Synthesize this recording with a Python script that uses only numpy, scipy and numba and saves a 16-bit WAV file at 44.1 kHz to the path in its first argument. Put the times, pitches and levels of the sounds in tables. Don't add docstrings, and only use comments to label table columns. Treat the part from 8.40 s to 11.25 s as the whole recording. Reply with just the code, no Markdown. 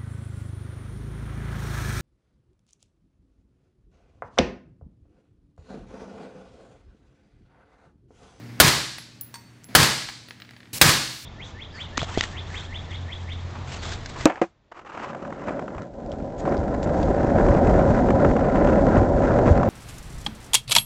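import sys
import numpy as np
from scipy import signal
from scipy.fft import rfft, irfft, next_fast_len
from scipy.io import wavfile
from numba import njit

SR = 44100
rng = np.random.default_rng(int(sys.argv[2]) if len(sys.argv) > 2 else 0)


def persist_wave(psi):
    counts = np.round(np.clip(psi, -1, 1) * 32767).astype(np.int16)
    wavfile.write(sys.argv[1], SR, np.atleast_2d(counts).T)


N = 125685

# start in seconds, level of the blast in dB, level of the room's answer in dB,
# tilt of the noise tail in dB per octave.
SHOTS = [(0.2007, 2.5, .5, -0.05), (1.3508, -0.5, 0.5, 0.13), (2.4138, .5, .5, 0.6)]


def amp(db):
    return 10 ** (np.asarray(db) / 20)


def unit(x):
    return x / np.sqrt(np.mean(x ** 2) + 1e-20)


def along(points, hz):
    point_hz, values = np.transpose(points)
    return np.interp(np.log(hz + 1), np.log(point_hz + 1), values)


def noise(spectrum, size=SR):
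    hz = np.fft.rfftfreq(size, 1 / SR)
    white = rfft(rng.standard_normal(size))
    return unit(irfft(white * amp(along(spectrum, hz)), size))


def fall(t, t60):
    return np.exp(-np.log(1000) * t / t60)


def burst(spectrum, t60, size=4096):
    return noise(spectrum, size=size) * fall(np.arange(size) / SR, t60)


def ring(tones, t):
    out = np.zeros(len(t))
    for hz, db, t60 in tones:
        out += amp(db) * fall(t, t60) * np.sin(2 * np.pi * (hz * t + rng.random()))
    return out


def add(track, start_s, x):
    i = max(round(start_s * SR), 0)
    track[i:i + len(x)] += x[:max(N - i, 0)]


def dying(x, hold_s):
    # frequency in Hz, decay time t60 in seconds.
    shed_t60 = [(60, 0.85), (250, 0.42), (700, 0.54), (1800, 0.61), (4200, 0.8), (8000, 0.7), (14000, .41)]
    hz, t, bins = signal.stft(x, SR, nperseg=256)
    bins = bins * fall(np.maximum(t - hold_s, 0), along(shed_t60, hz)[:, None])
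    return signal.istft(bins, SR, nperseg=256)[1][:len(x)]


def switched(rows, spectrum):
    edge_s = 0.002
    t, gain = np.arange(N) / SR, np.zeros(N)
    for start_s, end_s, db in rows:
        gain += amp(db) * np.clip(np.minimum(t - start_s, end_s - t) / edge_s + .5, 0, 1)
    return noise(spectrum, size=N) * gain


def mains_hum():
    # frequency in Hz, rms level from the first shot on in dB.
    hum_lines = [(118.4, -54.5), (188.4, -71), (236.9, -60.5), (258.4, -69), (301, -64.5)]
    start_db = 12
    t, hum = np.arange(N) / SR, np.zeros(N)
    for hz, db in hum_lines:
        hum += np.sqrt(2) * amp(db) * np.sin(2 * np.pi * (hz * t + rng.random()))
    return hum * amp(start_db * (t < SHOTS[0][0]))


def room_noise():
    # frequency in Hz, relative level in dB.
    rumble_spectrum = [(25, -17), (60, -12.5), (120, -2.5), (170, -4.5), (280, -9.5), (420, -16),
                       (1000, -22), (2000, -19.5), (4000, -28), (8000, -34), (15000, -46.5)]
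    # start in seconds, end in seconds, level in dB.
    spells = [(-.05, .195, -45), (1.287, 1.35, -44.5), (2.33, 2.41, -43.5)]
    # frequency in Hz, relative level in dB.
    air_spectrum = [(30, -21.5), (70, -15), (120, 1.5), (260, -3), (450, -10.5), (1200, -17.5),
                    (2100, -14.5), (3200, -24.5), (4600, -21.5), (8000, -33.5), (15000, -37.5)]
    rumble = amp(-53) * noise(rumble_spectrum, size=N)
    return rumble + switched(spells, air_spectrum)


def flat_hiss():
    # start in seconds, end in seconds, level in dB.
    hiss_steps = [(2.331, 2.386, -30.5), (2.386, 2.413, -42), (2.413, 2.9, -46)]
    # frequency in Hz, relative level in dB.
    hiss_spectrum = [(100, 3), (250, -1), (600, -7.5), (1600, -10.5), (2700, 2.5), (3300, -6.5), (4350, 2),
                     (5900, -1), (7300, -1.5), (10000, -2.5), (15500, -6)]
    return switched(hiss_steps, hiss_spectrum)


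def case_pings():
    # start in seconds, tick level in dB, low mode in Hz, its level in dB,
    # high mode in Hz, its level in dB.
    cases = [(.583, -41, 11060, -40.5, 14950, -52), (.811, -14.5, 11060, -36, 14950, -30),
             (.9413, -43, 11060, -49.5, 14950, -48), (1.2425, -51, 11060, -43.5, 14950, -49),
             (1.6964, -52, 10900, -62, 15300, -50), (1.8856, -57, 10890, -51, 15230, -54),
             (2.0023, -68, 10890, -79, 15100, -54), (2.108, -70, 10890, -69, 15100, -70),
             (2.17, -64, 10890, -63, 15150, -68)]
    # frequency in Hz, relative level in dB.
    tick_spectrum = [(1500, -42), (4000, -26), (6500, -14.5), (11000, -11.5), (13500, -15.5), (14900, 9.5),
                     (15700, -3)]
    case_t60, split_hz = 0.2, 70
    tick_t60, tick_rise_s = 0.014, 0.00016
    out, t = np.zeros(N), np.arange(SR) / SR
    tick_shape = fall(t, tick_t60) * (1 - np.exp(-t / tick_rise_s))
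    for start_s, tick_db, low_hz, low_db, high_hz, high_db in cases:
        pairs = []
        for hz, db in [(low_hz, low_db), (high_hz, high_db)]:
            pairs.append((hz - split_hz / 2, db - 10, case_t60))
            pairs.append((hz + split_hz / 2, db - 4, case_t60))
        tick = amp(tick_db) * noise(tick_spectrum) * tick_shape
        add(out, start_s, ring(pairs, t) + tick)
    return out


def case_clinks():
    # start in seconds, level in dB.
    clinks = [(.9413, -42.5), (.956, -46.5)]
    # frequency in Hz, relative level in dB, decay time t60 in seconds.
    fitting_modes = [(937, -0.5, 0.17), (1600, -10, 0.52), (1890, -20, .4), (4495, 1, 0.15),
                     (5346, -27, 0.34), (8580, -1.5, .2), (13730, -19, 0.23)]
    # frequency in Hz, relative level in dB.
    crack_spectrum = [(500, -28), (750, -13), (950, 3.5), (1400, -1), (2000, 0), (3000, -6), (4500, -1.5),
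                      (6500, -4.5), (8500, -5), (11000, -18), (15000, -21.5)]
    crack_db, crack_t60 = 7, 0.048
    out, t = np.zeros(N), np.arange(SR) / SR
    for start_s, db in clinks:
        crack = amp(crack_db) * noise(crack_spectrum) * fall(t, crack_t60)
        add(out, start_s, amp(db) * (ring(fitting_modes, t) + crack))
    return out


def case_knocks():
    # start in seconds, level in dB.
    knocks = [(.584, -31), (1.622, -26.5), (1.688, -23.5), (1.697, -29), (1.886, -36), (1.908, -31),
              (2.001, -37.5), (2.02, -34), (2.049, -42.5), (2.091, -39.5), (2.109, -40), (2.135, -45.5),
              (2.165, -39.5), (2.204, -41), (2.231, -44), (2.256, -46), (2.273, -48.5)]
    # frequency in Hz, relative level in dB.
    boards_spectrum = [(150, -10), (550, -5), (1200, -3), (1900, 5), (3000, 0), (4400, -0.5), (6000, -16),
                       (15000, -48)]
    out = np.zeros(N)
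    for start_s, db in knocks:
        add(out, start_s, amp(db) * burst(boards_spectrum, t60=0.022))
    return out


def brass():
    hits_wet_db, pings_wet_db = -9, -19.5
    pings = case_pings()
    hits = case_clinks() + case_knocks()
    room = dying(rng.standard_normal(SR), 0)
    room = room / np.linalg.norm(room)
    sent = amp(hits_wet_db) * hits + amp(pings_wet_db) * pings
    return pings + hits + signal.fftconvolve(sent, room)[:N]


def clicks():
    # start in seconds, level in dB.
    click_rows = [(1.2372, -41.5), (1.243, -33)]
    # frequency in Hz, relative level in dB.
    click_spectrum = [(500, -25), (2000, 1), (3000, -14), (4500, -2), (7500, 6), (10000, -8), (15000, -19)]
    out = np.zeros(N)
    for start_s, db in click_rows:
        add(out, start_s, amp(db) * burst(click_spectrum, t60=0.0056))
    return out


def action():
    # delay after the shot in seconds, level in dB,
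    # decay time t60 in seconds.
    clacks = [(-.0075, -41.5, .07), (.05, -16, .05), (.079, -12, .07)]
    # frequency in Hz, relative level in dB.
    steel_spectrum = [(200, -14.5), (900, -6), (1700, -1.5), (4000, -6), (8000, -12), (15000, -23)]
    out = np.zeros(N)
    for shot_s, *_ in SHOTS:
        for delay_s, db, t60 in clacks:
            add(out, shot_s + delay_s, amp(db) * burst(steel_spectrum, t60))
    return out


def room_boom(t):
    # frequency in Hz, level in dB, decay time t60 in seconds.
    boom_tones = [(60, -36.5, 0.13), (78, -20, 0.29), (134.34, -20.5, 0.63), (157.35, -18, 0.35),
                  (257.1, -28, .45), (325, -28.5, 0.73), (437.6, -25, 0.38), (1089, -30.5, 0.6),
                  (1272, -29, 0.45), (1254, -24, 0.48), (1510, -33.5, 0.8), (1662, -21.5, 0.57),
                  (1764, -24, 0.21), (1885, -28.5, 0.57)]
    # delay after the shot in seconds, level in dB.
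    thumps = [(0.012, -9.5), (0.035, -20), (0.047, -15), (0.078, -16)]
    rise_s, thump_width_s = 0.021, 0.0021
    boom = ring(boom_tones, t) * (1 - np.exp(-t / rise_s))
    for delay_s, db in thumps:
        u = (t - delay_s) / thump_width_s
        boom += amp(db) * (1 - u * u) * np.exp(-u * u / 2)
    return boom


def noise_tails(t):
    # frequency in Hz, relative level in dB.
    tail_spectrum = [(25, -28.5), (50, -12.5), (80, -11.5), (125, -9), (180, -5), (310, -8.5), (400, -10.5),
                     (550, -10), (730, -12), (970, -8), (1350, -9.5), (1720, -7), (2050, -9), (2760, -12),
                     (3600, -11.5), (4350, -9.5), (5000, -11.5), (6500, -16), (8000, -17.5), (10700, -23),
                     (13000, -24), (15500, -28.5)]
    tail_db, rise_s, hold_s, sag_db_per_s = -14.5, 0.004, 0.069, 9.5
    alike = 0.45
    pivot_hz = 2000
    octaves = np.log2(np.maximum(np.fft.rfftfreq(SR, 1 / SR) / pivot_hz, .5))
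    swell = (1 - np.exp(-t / rise_s)) * amp(tail_db - sag_db_per_s * np.minimum(t, hold_s))
    walls = noise(tail_spectrum)
    tails = []
    for _, _, _, tilt_db in SHOTS:
        echoes = np.sqrt(alike) * walls + np.sqrt(1 - alike) * noise(tail_spectrum)
        tail = swell * dying(echoes, hold_s)
        tails.append(irfft(rfft(tail) * amp(tilt_db * octaves), SR))
    return tails


def blast(t):
    # frequency in Hz, relative level in dB.
    jet_spectrum = [(25, -26.5), (60, -13), (150, -3.5), (450, -3), (750, -2), (1000, -7.5), (1380, 3),
                    (2000, -4), (2800, -4.5), (3500, -3.5), (4400, -2.5), (5720, -7), (10400, -10),
                    (12700, -10.5), (15500, -11)]
    jet_db, jet_t60 = 2, 0.066
    front_db, front_s = 9, 0.00023
    front = amp(front_db) * (1 - t / front_s) * np.exp(-t / front_s)
    jet = amp(jet_db) * noise(jet_spectrum) * fall(t, jet_t60)
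    return front + jet


def rifle():
    t = np.arange(SR) / SR
    out = action() + clicks()
    boom = room_boom(t)
    for (shot_s, blast_db, room_db, _), tail in zip(SHOTS, noise_tails(t)):
        add(out, shot_s, amp(blast_db) * blast(t) + amp(room_db) * (boom + tail))
    return out


def scene():
    background = mains_hum() + room_noise() + flat_hiss()
    return (background + brass() + rifle())[None]


@njit
def follow(x, up, down):
    out, level = np.empty_like(x), 0.
    for i in range(len(x)):
        level += (x[i] - level) * (up if x[i] > level else down)
        out[i] = level
    return out


def record(dry):
    low_cut_hz, top_hz = 35, 15850
    overload_db, hardness = -0.5, 11
    threshold_db, squeeze = -12.5, 0.22
    attack_s, release_s, out_db = 0.0034, 0.018, -1
    x = signal.lfilter(*signal.butter(2, low_cut_hz, "high", fs=SR), dry[0])
    x = x / (1 + np.abs(x / amp(overload_db)) ** hardness) ** (1 / hardness)
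    level = follow(np.abs(x), 1 / (attack_s * SR), 1 / (release_s * SR))
    excess = np.maximum(level / amp(threshold_db), 1)
    x = x * amp(out_db) * excess ** -squeeze
    size = next_fast_len(N + SR // 2)
    hz = np.fft.rfftfreq(size, 1 / SR)
    passed = np.clip((top_hz - hz) / 200 + .5, 0, 1)
    return irfft(rfft(x, size) * passed, size)[None, :N]


dry = scene()
out = record(dry)
persist_wave(out)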